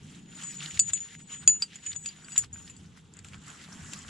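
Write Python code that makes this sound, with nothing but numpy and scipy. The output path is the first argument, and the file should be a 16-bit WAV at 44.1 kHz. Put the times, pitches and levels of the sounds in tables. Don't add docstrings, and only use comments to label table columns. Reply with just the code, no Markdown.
import sys
import numpy as np
from scipy import signal
from scipy.io import wavfile

SR = 44100
rng = np.random.default_rng(int(sys.argv[2]) if len(sys.argv) > 2 else 0)


def unload_audio(sound):
    columns = np.transpose(np.atleast_2d(sound))
    steps = np.round(np.clip(columns, -1, 1) * 32767)
    wavfile.write(sys.argv[1], SR, steps.astype(np.int16))


N = 180750

# start in seconds, drive in dB of free ring, short clink, upper clink, low clink,
# dull knock and deep ring, pitch of the pinched link in Hz, seconds until a touch chokes the ring, left-right in dB.
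KNOCK_EVENTS = [(0.4347, -34.5, -48, -38, -58, -48, -60, 7150, 0.12, 3),
                (0.4679, -42, -53, -41, -70, -56, -59, 7150, 0.092, 6),
                (0.5086, -38, -54, -52, -63, -47, -60, 7240, 0.15, 2),
                (0.7428, -36, -43, -53, -55, -43, -47, 7150, 0.069, 0.1),
                (0.793, -20, -16.5, -16.5, -37, -22.5, -56, 7150, 0.076, 4.5),
                (0.797, -29, -17, -23, -30, -36, -51, 7040, 0.11, -4.5),
                (0.9336, -23, -29, -25, -55, -33, -55, 7240, 0.073, 6.5),
                (1.004, -30, -45, -57, -75, -60, -65, 7100, 0.18, 4),
                (1.4763, -8.5, -10.5, -25, -23, -20, -31, 7096, 0.11, 2),
                (1.6221, -57, -36, -30, -21, -29.5, -50, 7010, 0.14, -1),
                (1.7566, -47.5, -41, -50, -57, -42, -65, 7080, 0.11, 2),
                (1.8636, -26, -40, -40, -58, -43, -65, 7150, 0.064, 0),
                (1.9619, -33.5, -34.5, -48, -59, -44, -53, 6950, 0.02, 8),
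                (2.0593, -29, -43, -36, -38.5, -33.5, -53, 7120, 0.031, 1),
                (2.089, -53, -44, -60, -39, -50, -60, 7150, 0.04, 0.1),
                (2.2456, -57, -51, -56, -50, -52, -74, 7160, 0.1, 0),
                (2.3201, -37, -45, -52, -45, -44, -44.5, 7100, 0.088, 3),
                (2.361, -38, -33, -42, -60, -52, -65, 7150, 0.05, 1.5),
                (2.3785, -22, -12, -25, -46, -33, -60, 7140, 0.05, 2),
                (2.529, -34.5, -60, -57, -78, -65, -74, 7300, 0.035, 3),
                (2.539, -38.5, -37.5, -53, -63, -65, -68, 7080, 0.06, 0.5),
                (2.6984, -55, -42, -56, -61.5, -52, -75, 7200, 0.11, 2),
                (2.765, -67, -55, -50, -58, -57, -76, 7240, 0.1, 0.1),
                (3.1375, -61, -50, -45, -54.5, -47.5, -76, 7300, 0.1, 2.5),
                (3.1686, -55, -46, -46, -65, -48, -64, 7150, 0.11, 7),
                (3.1898, -59, -52, -42.5, -51, -41.5, -65, 7300, 0.091, 3),
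                (3.2461, -72, -56, -44, -69, -34, -63, 7230, 0.11, 1),
                (3.2855, -55, -52, -48, -52, -43, -69, 7300, 0.12, 3),
                (3.501, -44, -45, -49, -57, -42, -66, 7300, 0.13, -4.5),
                (3.934, -49, -35, -40, -46, -25, -68, 7400, 0.11, 4),
                (3.989, -45, -44, -43, -62, -47, -64, 7200, 0.1, 6)]
LINK_MODES_HZ = [
    [6950, 7020],
    [7150, 7260],
    [7330, 7385, 7610],
    [7790, 8020, 8393],
    [4780, 4530],
    [10550, 11130, 12800, 13430, 14290],
    [1400, 1950, 2600, 3150, 3480],
    [2780],
]
# level in dB, undamped t60 in seconds.
LINK_MODES = [
    [(-1, 0.22), (-18.5, .15)],
    [(4.5, 0.075), (-13, 0.12)],
    [(0, 0.057), (-10, 0.1), (-10, 0.086)],
    [(0, 0.12), (-6, 0.11), (-19, 0.29)],
    [(1.5, 0.1), (-11.5, .12)],
    [(-2, 0.15), (-16, 0.046), (-15, .1), (-12, .09), (-20, .12)],
    [(-0.5, 0.0071), (-16, 0.0037), (-5.5, 0.053), (-9.5, 0.041), (-0.5, 0.023)],
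    [(-9, 0.5)],
]
PITCH_SPREAD = [.001, .001, .003, .002, .004, .002, .035, .002]
DRIVE_COLUMN = [0, 1, 2, 2, 3, 1, 4, 5]
FAMILY_LEVEL_DB = [0, 0, 1.5, -2.5, 0, -24, 0, 0]
# frequency in Hz, lead of the left port in radians.
LEFT_LEAD = [(1500, 0.098), (4700, .2), (6900, 0.43), (8000, 1.7), (12000, 2.2)]
JOSTLE_MODES_HZ = [7080, 7300, 7600]
SUNG_MODES_HZ = [6940, 7770, 8390, 12800, 14270]
# level in dB, t60 in seconds.
SUNG_MODES = [(2, 0.1), (2.5, 0.33), (0.5, 0.14), (-32, 0.083), (-34, 0.069)]
# time in seconds, levels in dB of the first, second and third sung mode.
SING_LEVELS = [(0.0, -80, -80, -88), (0.22, -67, -92, -90), (0.366, -51.5, -74, -55),
               (0.48, -47.5, -42, -74), (0.56, -44.5, -63, -76), (0.67, -45, -61, -67),
               (0.76, -48, -68, -64), (0.82, -58, -68, -56), (0.885, -33, -62, -53), (0.91, -50, -57, -65),
               (1.1, -63, -73, -81), (1.168, -53, -67, -71), (1.252, -61, -66, -76), (1.33, -48, -66, -62),
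               (1.44, -50, -63, -60.5), (1.52, -65, -78, -80), (1.64, -46, -54, -70), (1.69, -77, -95, -98),
               (1.8, -62, -72, -82), (1.88, -44, -57, -58), (1.996, -52, -61, -68),
               (2.074, -45.5, -57, -68), (2.168, -65, -80, -92), (2.335, -53.5, -50, -62),
               (2.44, -56, -70, -72), (2.5, -88, -90, -98), (2.574, -47.5, -74, -69), (2.78, -68, -68, -81),
               (2.84, -90, -98, -100), (4.1, -110, -120, -120)]
# peak in seconds, rise over the last 10 dB in seconds, fall by 10 dB in seconds,
# chain on rubber in dB, cloth in dB, bright grit (before its top is thinned) in dB.
RUB_STROKES = [(0.17, .3, .06, -58, -63, -57), (0.425, .08, .06, -47, -52, -47),
               (0.53, .04, 0.0357, -50, -61, -47), (0.64, .06, .09, -45, -52, -44),
               (0.775, .025, .012, -44, -51, -41), (0.903, .025, .014, -47.5, -50.5, -45.5),
               (0.96, .015, .08, -56, -63, -54), (1.148, .3, .016, -54, -63, -53),
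               (1.202, .016, .02, -55.5, -65, -56), (1.33, .035, .035, -47, -54, -46.5),
               (1.44, .04, .018, -55.5, -53.5, -59), (1.497, .012, .007, -47, -65, -46),
               (1.558, .06, .025, -62, -65, -63), (1.635, .025, .015, -54, -56, -48),
               (1.74, .06, .08, -53.5, -65.5, -55), (1.866, .035, .02, -47, -59, -50.5),
               (1.934, .024, .012, -50, -62, -49.5), (1.962, .008, 0, -49.5, -47.5, -52.5),
               (2.068, .05, .11, -53, -67, -53), (2.35, .2, .03, -58.5, -57, -54),
               (2.39, .02, .012, -45.5, -53, -38), (2.442, .03, .013, -54, -54, -44),
               (2.56, .035, .3, -61, -64, -60), (2.704, .08, 0.016, -59, -63, -53),
               (2.85, .2, .1, -71, -71, -62.5), (2.974, .025, .025, -57.5, -62, -56),
               (3.195, .055, .02, -61.5, -60, -66), (3.248, .007, .08, -58.5, -58, -56),
               (3.34, .025, .028, -57, -52, -55), (3.48, .045, .2, -56, -53.5, -53),
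               (3.645, .1, .025, -53, -60, -53), (3.93, .4, .3, -56, -53.5, -49),
               (3.936, .012, .02, -48, -47, -45), (4.088, .008, .008, -53, -56, -49)]
# frequency in Hz, relative density in dB per Hz.
DRAG_SPECTRUM = [(1060, -40.5), (1800, -8), (1950, 0.5), (2110, -10.5), (2720, 1.5), (4800, -12),
                 (6240, -55), (10600, -120)]
# start in seconds, level in dB, body frequency in Hz.
TICK_EVENTS = [(0.584, -44, 2830), (0.605, -30, 2880), (0.615, -37, 1690), (0.625, -31, 2900),
               (0.66, -27, 3120), (0.709, -34, 2680), (0.899, -37, 2100), (0.976, -37, 3230),
               (1.15, -35.5, 1990), (1.204, -47.5, 1870), (1.312, -42, 2560), (1.917, -34, 2580),
               (1.93, -33, 3220), (2.185, -53, 960), (2.284, -36.5, 1810), (2.358, -33.5, 1290),
               (2.362, -30, 3630), (2.422, -40, 3500), (2.437, -40.5, 1910), (2.445, -39, 3500),
               (2.559, -42, 1790), (2.677, -40, 3530), (2.974, -49, 1300), (3.334, -36.5, 1940),
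               (3.343, -37, 2140), (3.686, -47, 860), (3.722, -41, 1290), (3.896, -43, 1480),
               (4.048, -43.5, 1460), (4.082, -40.5, 3070)]
# frequency in Hz, relative density in dB per Hz.
CLOTH_SPECTRUM = [(260, -45), (450, -15.5), (874, -3.5), (959, -9), (1310, 2), (2200, -8.5), (2860, -15.5),
                  (4840, -120)]
# frequency in Hz, relative density in dB per Hz.
GRIT_SPECTRUM = [(2650, -37.5), (4500, -5.5), (5420, -15), (6090, -3), (7570, 2.5), (8290, -9), (8880, -12),
                 (9870, -9.5), (11400, -32), (13900, -41), (14800, -33), (15500, -56), (16000, -59)]
# frequency in Hz, relative density in dB per Hz.
RUMBLE_SPECTRUM = [(13, -58.5), (22, -33), (91, 0.5), (124, -5.5), (178, 0.5), (198, -3.5), (248, -6.5),
                   (300, -10.5), (340, -20), (600, -34.5), (780, -56), (1320, -120)]
# time in seconds, level in dB.
RUMBLE_SWELL = [(0.0, -54), (0.11, -50.5), (0.78, -52.5), (1.07, -60), (1.19, -51.5), (1.3, -56.5),
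                (1.49, -53.5), (1.6, -60), (1.88, -60), (1.96, -57), (2.86, -54.5), (2.97, -58.5),
                (3.32, -52.5), (3.6, -53.5), (3.95, -51.5), (4.1, -54.5)]
# peak in seconds, rise over the last 10 dB in seconds,
# fall by 10 dB in seconds, level in dB.
DEEP_HEAVES = [(0.01, 0.08, .06, -42.5), (0.79, .05, .12, -43), (1.48, .07, .04, -46.5),
               (1.95, 0.1, .13, -54.5), (2.43, .09, .4, -48), (3.32, .3, .2, -50.5), (3.85, .08, 0.02, -47),
               (4.09, 0.1, .08, -42.5)]
# frequency in Hz, width in Hz, mean level against the rumble in dB.
HUM_LUMPS = [(157.4, 11, -5.5), (188.3, 17, -7)]
# frequency in Hz, relative density in dB per Hz.
AIR_SPECTRUM = [(240, -32), (400, 5.5), (503, -18.5), (847, -6.5), (1660, -30.5), (3210, -10),
                (6580, -36.5), (15500, -70)]
# frequency in Hz, left-right correlation.
STEREO_LIKENESS = [(60, 0.89), (130, 0.92), (290, 0.92), (640, 0.064), (1410, 0.39), (3100, 0.86),
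                   (6820, 0.42), (15000, 0.09)]

GRIP_S = 3.0
GRIP_DECAY_SHARE, GRIP_SNAP_DB = 0.3, -7
TYRE_DECAY_SHARE = 0.64
SNAP_DB, CHINK_DB = -2, -6.5
JOSTLE_T60_S, JOSTLE_DB = 0.012, -7
EDGE_DB, TICK_PAN_DB = -15, -1.2
DEEP_DB, AIR_DB = -66, -67
CUTOFF_HZ = 16600


def knocks():
    out = np.zeros((2, N))
    t = np.arange(int(0.25 * SR)) / SR
    family = np.concatenate([[k] * len(modes) for k, modes in enumerate(LINK_MODES)])[:, None]
    mode_hz = np.concatenate(LINK_MODES_HZ)[:, None]
    mode_db, t60_s = np.concatenate(LINK_MODES).T[:, :, None]
    chance = rng.standard_normal((len(KNOCK_EVENTS), 3, len(family), 1))
    rattle = drift(54.0)
    attack = np.sin(np.pi / 2 * np.minimum(t / 0.00076, 1)) ** 2
    for (s, *drive_db, short_hz, held_s, pan_db), (detune, strength, lag) in zip(KNOCK_EVENTS, chance):
        gripped = s > GRIP_S
        hz = mode_hz * (1 + np.array(PITCH_SPREAD)[family] * detune)
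        hz = hz * np.where(family == 1, short_hz / LINK_MODES_HZ[1][0], 1)

        family_db = np.array(drive_db)[DRIVE_COLUMN] + FAMILY_LEVEL_DB
        level_db = family_db[family] + mode_db + 1.7 * strength * (family > 1)
        decay_share = np.where(family > 0, TYRE_DECAY_SHARE, 1)
        decay_share = decay_share * (GRIP_DECAY_SHARE if gripped else 1)
        decay = from_db(-60 * t / (t60_s * decay_share))

        rattle_at = rng.integers(0, N - len(t), family.shape) + np.arange(len(t))
        chatter = from_db(3.0 * (family > 0) * rattle[rattle_at])
        choke = 1 / (1 + np.exp(np.minimum((t - held_s) / 0.0043, 50)))
        envelope = from_db(level_db) * decay * chatter * choke * attack

        half_lead_rad = (at_hz(LEFT_LEAD, hz) + 0.59 * lag) / 2
        phase_rad = 2 * np.pi * hz * t
        left = (envelope * np.sin(phase_rad + half_lead_rad)).sum(axis=0)
        right = (envelope * np.sin(phase_rad - half_lead_rad)).sum(axis=0)
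        add(out, s, np.array([left, right]), pan_db)

        snap_db = drive_db[4] + SNAP_DB + GRIP_SNAP_DB * gripped
        add(out, s, from_db(snap_db) * burst(1500, 8500, 0.0038), pan_db)
        chink_db = drive_db[2] + CHINK_DB
        add(out, s, from_db(chink_db) * burst(6500, 8400, 0.0066), pan_db)
    return out


def jostle(grit_db):
    touches = bandpass(grains(200.0, 3.0, channels=2), 6500, 8200)
    pole_radius = from_db(-60 / (JOSTLE_T60_S * SR))
    rings = sum(resonate(touches, hz, pole_radius) for hz in JOSTLE_MODES_HZ)
    blended = rms_one(rings + 0.6 * rings[::-1])
    gripped = np.arange(N) / SR > GRIP_S
    return from_db(grit_db + JOSTLE_DB + 3.0 * drift(12.0)) * blended * gripped


def sliding():
    out = 0
    levels_db = in_time(SING_LEVELS)
    for k, (hz, (mode_db, t60_s)) in enumerate(zip(SUNG_MODES_HZ, SUNG_MODES)):
        level_db = levels_db[k] if k < len(levels_db) else levels_db[0] + 3.5 * drift(8.0)
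        slips = bandpass(grains(400.0, 2.5, channels=2), hz - 200, hz + 200)
        near, far = resonate(slips, hz, from_db(-60 / (t60_s * SR)))
        late = np.roll(near, 1)
        pair = np.array([1.08 * near + 0.15 * far, 0.72 * late - 0.2 * far])
        out = out + from_db(mode_db + level_db) * pair
    return out


def chain_on_rubber(level_db):
    return rustle(DRAG_SPECTRUM, level_db, crackle=0.7)


def ticks():
    out = np.zeros((2, N))
    chance = rng.standard_normal((len(TICK_EVENTS), 2))
    for (s, level_db, body_hz), (edge, pan) in zip(TICK_EVENTS, chance):
        body = burst(body_hz / 1.46, body_hz * 1.44, 0.0019)
        bright = from_db(EDGE_DB + 2.5 * edge) * burst(3000, 6800, 0.0037)
        add(out, s, from_db(level_db) * (body + bright), TICK_PAN_DB + 1.5 * pan)
    return out


def cloth(level_db):
    return rustle(CLOTH_SPECTRUM, level_db, crackle=0.41)


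def bright_grit(level_db):
    grit = rustle(GRIT_SPECTRUM, level_db, crackle=0.4)
    thinned = signal.sosfilt(signal.cheby2(8, 40, 11400, fs=SR, output="sos"), grit)
    return 0.49 * grit + 0.89 * thinned


def outdoor_rumble():
    rumble_db, = in_time(RUMBLE_SWELL)
    heave_db, = swells(DEEP_HEAVES)
    deep_db = 20 * np.log10(from_db(heave_db) + from_db(DEEP_DB))
    noise = rng.standard_normal((2, N))
    rumble = banded(noise, RUMBLE_SPECTRUM, 1.8, 5.0, bass_db=deep_db - rumble_db)
    return from_db(rumble_db) * (rumble + hum())


def hum():
    out = 0
    for hz, width_hz, level_db in HUM_LUMPS:
        lump = resonate(rng.standard_normal(N), hz, np.exp(-np.pi * width_hz / SR))
        out = out + from_db(level_db + 2.34 * drift(3.3)) * lump
    return out


def air():
    return from_db(AIR_DB) * banded(rng.standard_normal((2, N)), AIR_SPECTRUM, 0.13, 5.7)


def rustle(spectrum, level_db, crackle):
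    source = 0.51 * rng.standard_normal((2, N)) + crackle * grains(900.0, 3.2, channels=2)
    return from_db(level_db) * banded(source, spectrum, patchy_db=2.5, rate_hz=24.0)


def banded(source, spectrum, patchy_db, rate_hz, bass_db=0):
    points = np.array(spectrum)
    edges_hz = points[0, 0] * 2 ** np.arange(0, 6, 1 / 3)
    edges_hz = edges_hz[edges_hz < min(points[-1, 0] * 1.1, 0.45 * SR)]
    out, power = 0, 0
    together = drift(rate_hz)
    for k, (low_hz, high_hz) in enumerate(zip(edges_hz, edges_hz[1:])):
        mid, side = bandpass(source[:, ::(-1) ** k], low_hz, high_hz)
        hz = np.sqrt(low_hz * high_hz)
        alike = np.clip(at_hz(STEREO_LIKENESS, hz), 0, 1)
        band = np.sqrt(1 + alike) * mid + np.sqrt(1 - alike) * side * [[1], [-1]]
        level_db = at_hz(spectrum, hz)
        power += np.mean(band ** 2) * from_db(2 * level_db)
        lift_db = bass_db * (hz < 125)
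        flicker_db = patchy_db * (0.53 * together + drift(rate_hz))
        out = out + band * from_db(level_db + lift_db + flicker_db)
    return out / np.sqrt(power)


def swells(rows):
    t = np.arange(N) / SR
    power = 0
    for s, rise_s, fall_s, *peak_db in rows:
        drop_db = 10 * np.maximum((s - t) / rise_s, (t - s) / fall_s)
        power = power + from_db(2 * (np.array(peak_db)[:, None] - drop_db))
    return 10 * np.log10(power + 1e-12)


def burst(low_hz, high_hz, fade_s):
    t = np.arange(int(0.02 * SR)) / SR
    dying = np.exp(-t / fade_s) * rng.standard_normal(len(t))
    noise = bandpass(dying, low_hz, high_hz, order=3)
    return noise[None] / np.abs(noise).max()


def grains(per_s, spread_db, channels):
    shape = (channels, N)
    size_db = spread_db * np.minimum(rng.exponential(1, shape), 5)
    clicks = from_db(size_db) * rng.choice([-1, 1], shape)
    return rms_one(clicks * (rng.random(shape) < per_s / SR))


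def drift(rate_hz):
    r = np.exp(-80 * np.pi * rate_hz / SR)
    noise = rng.standard_normal(N // 40 + 2002)
    slow = signal.lfilter([1], [1, -2 * r, r * r], noise)[2000:]
    return np.interp(np.arange(N) / 40, np.arange(len(slow)), rms_one(slow))


def resonate(x, hz, pole_radius):
    r = pole_radius
    return rms_one(signal.lfilter([1], [1, -2 * r * np.cos(2 * np.pi * hz / SR), r * r], x))


def bandpass(x, low_hz, high_hz, order=2):
    return signal.sosfilt(signal.butter(order, [low_hz, high_hz], "band", fs=SR, output="sos"), x)


def add(out, s, pair, pan_db):
    at = round(s * SR)
    gains = from_db([[pan_db / 2], [-pan_db / 2]])
    out[:, at:at + pair.shape[-1]] += (gains * pair)[:, :N - at]


def in_time(rows):
    s, *columns = np.transpose(rows)
    return [np.interp(np.arange(N) / SR, s, column) for column in columns]


def at_hz(points, hz):
    points_hz, values = np.array(points).T
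    return np.interp(np.log(hz), np.log(points_hz), values)


def from_db(db):
    return 10 ** (np.asarray(db) / 20)


def rms_one(x):
    return x / np.sqrt(np.mean(x ** 2) + 1e-20)


def scene():
    drag_db, cloth_db, grit_db = swells(RUB_STROKES)
    chain = knocks() + jostle(grit_db) + sliding() + chain_on_rubber(drag_db) + ticks()
    hand = cloth(cloth_db) + bright_grit(grit_db)
    return chain + hand + outdoor_rumble() + air()


def record(dry):
    rounded = dry / (1 + np.abs(dry / 0.9) ** 6) ** (1 / 6)
    return signal.sosfilt(signal.cheby2(12, 60, CUTOFF_HZ, fs=SR, output="sos"), rounded)


dry = scene()
out = record(dry)
unload_audio(out)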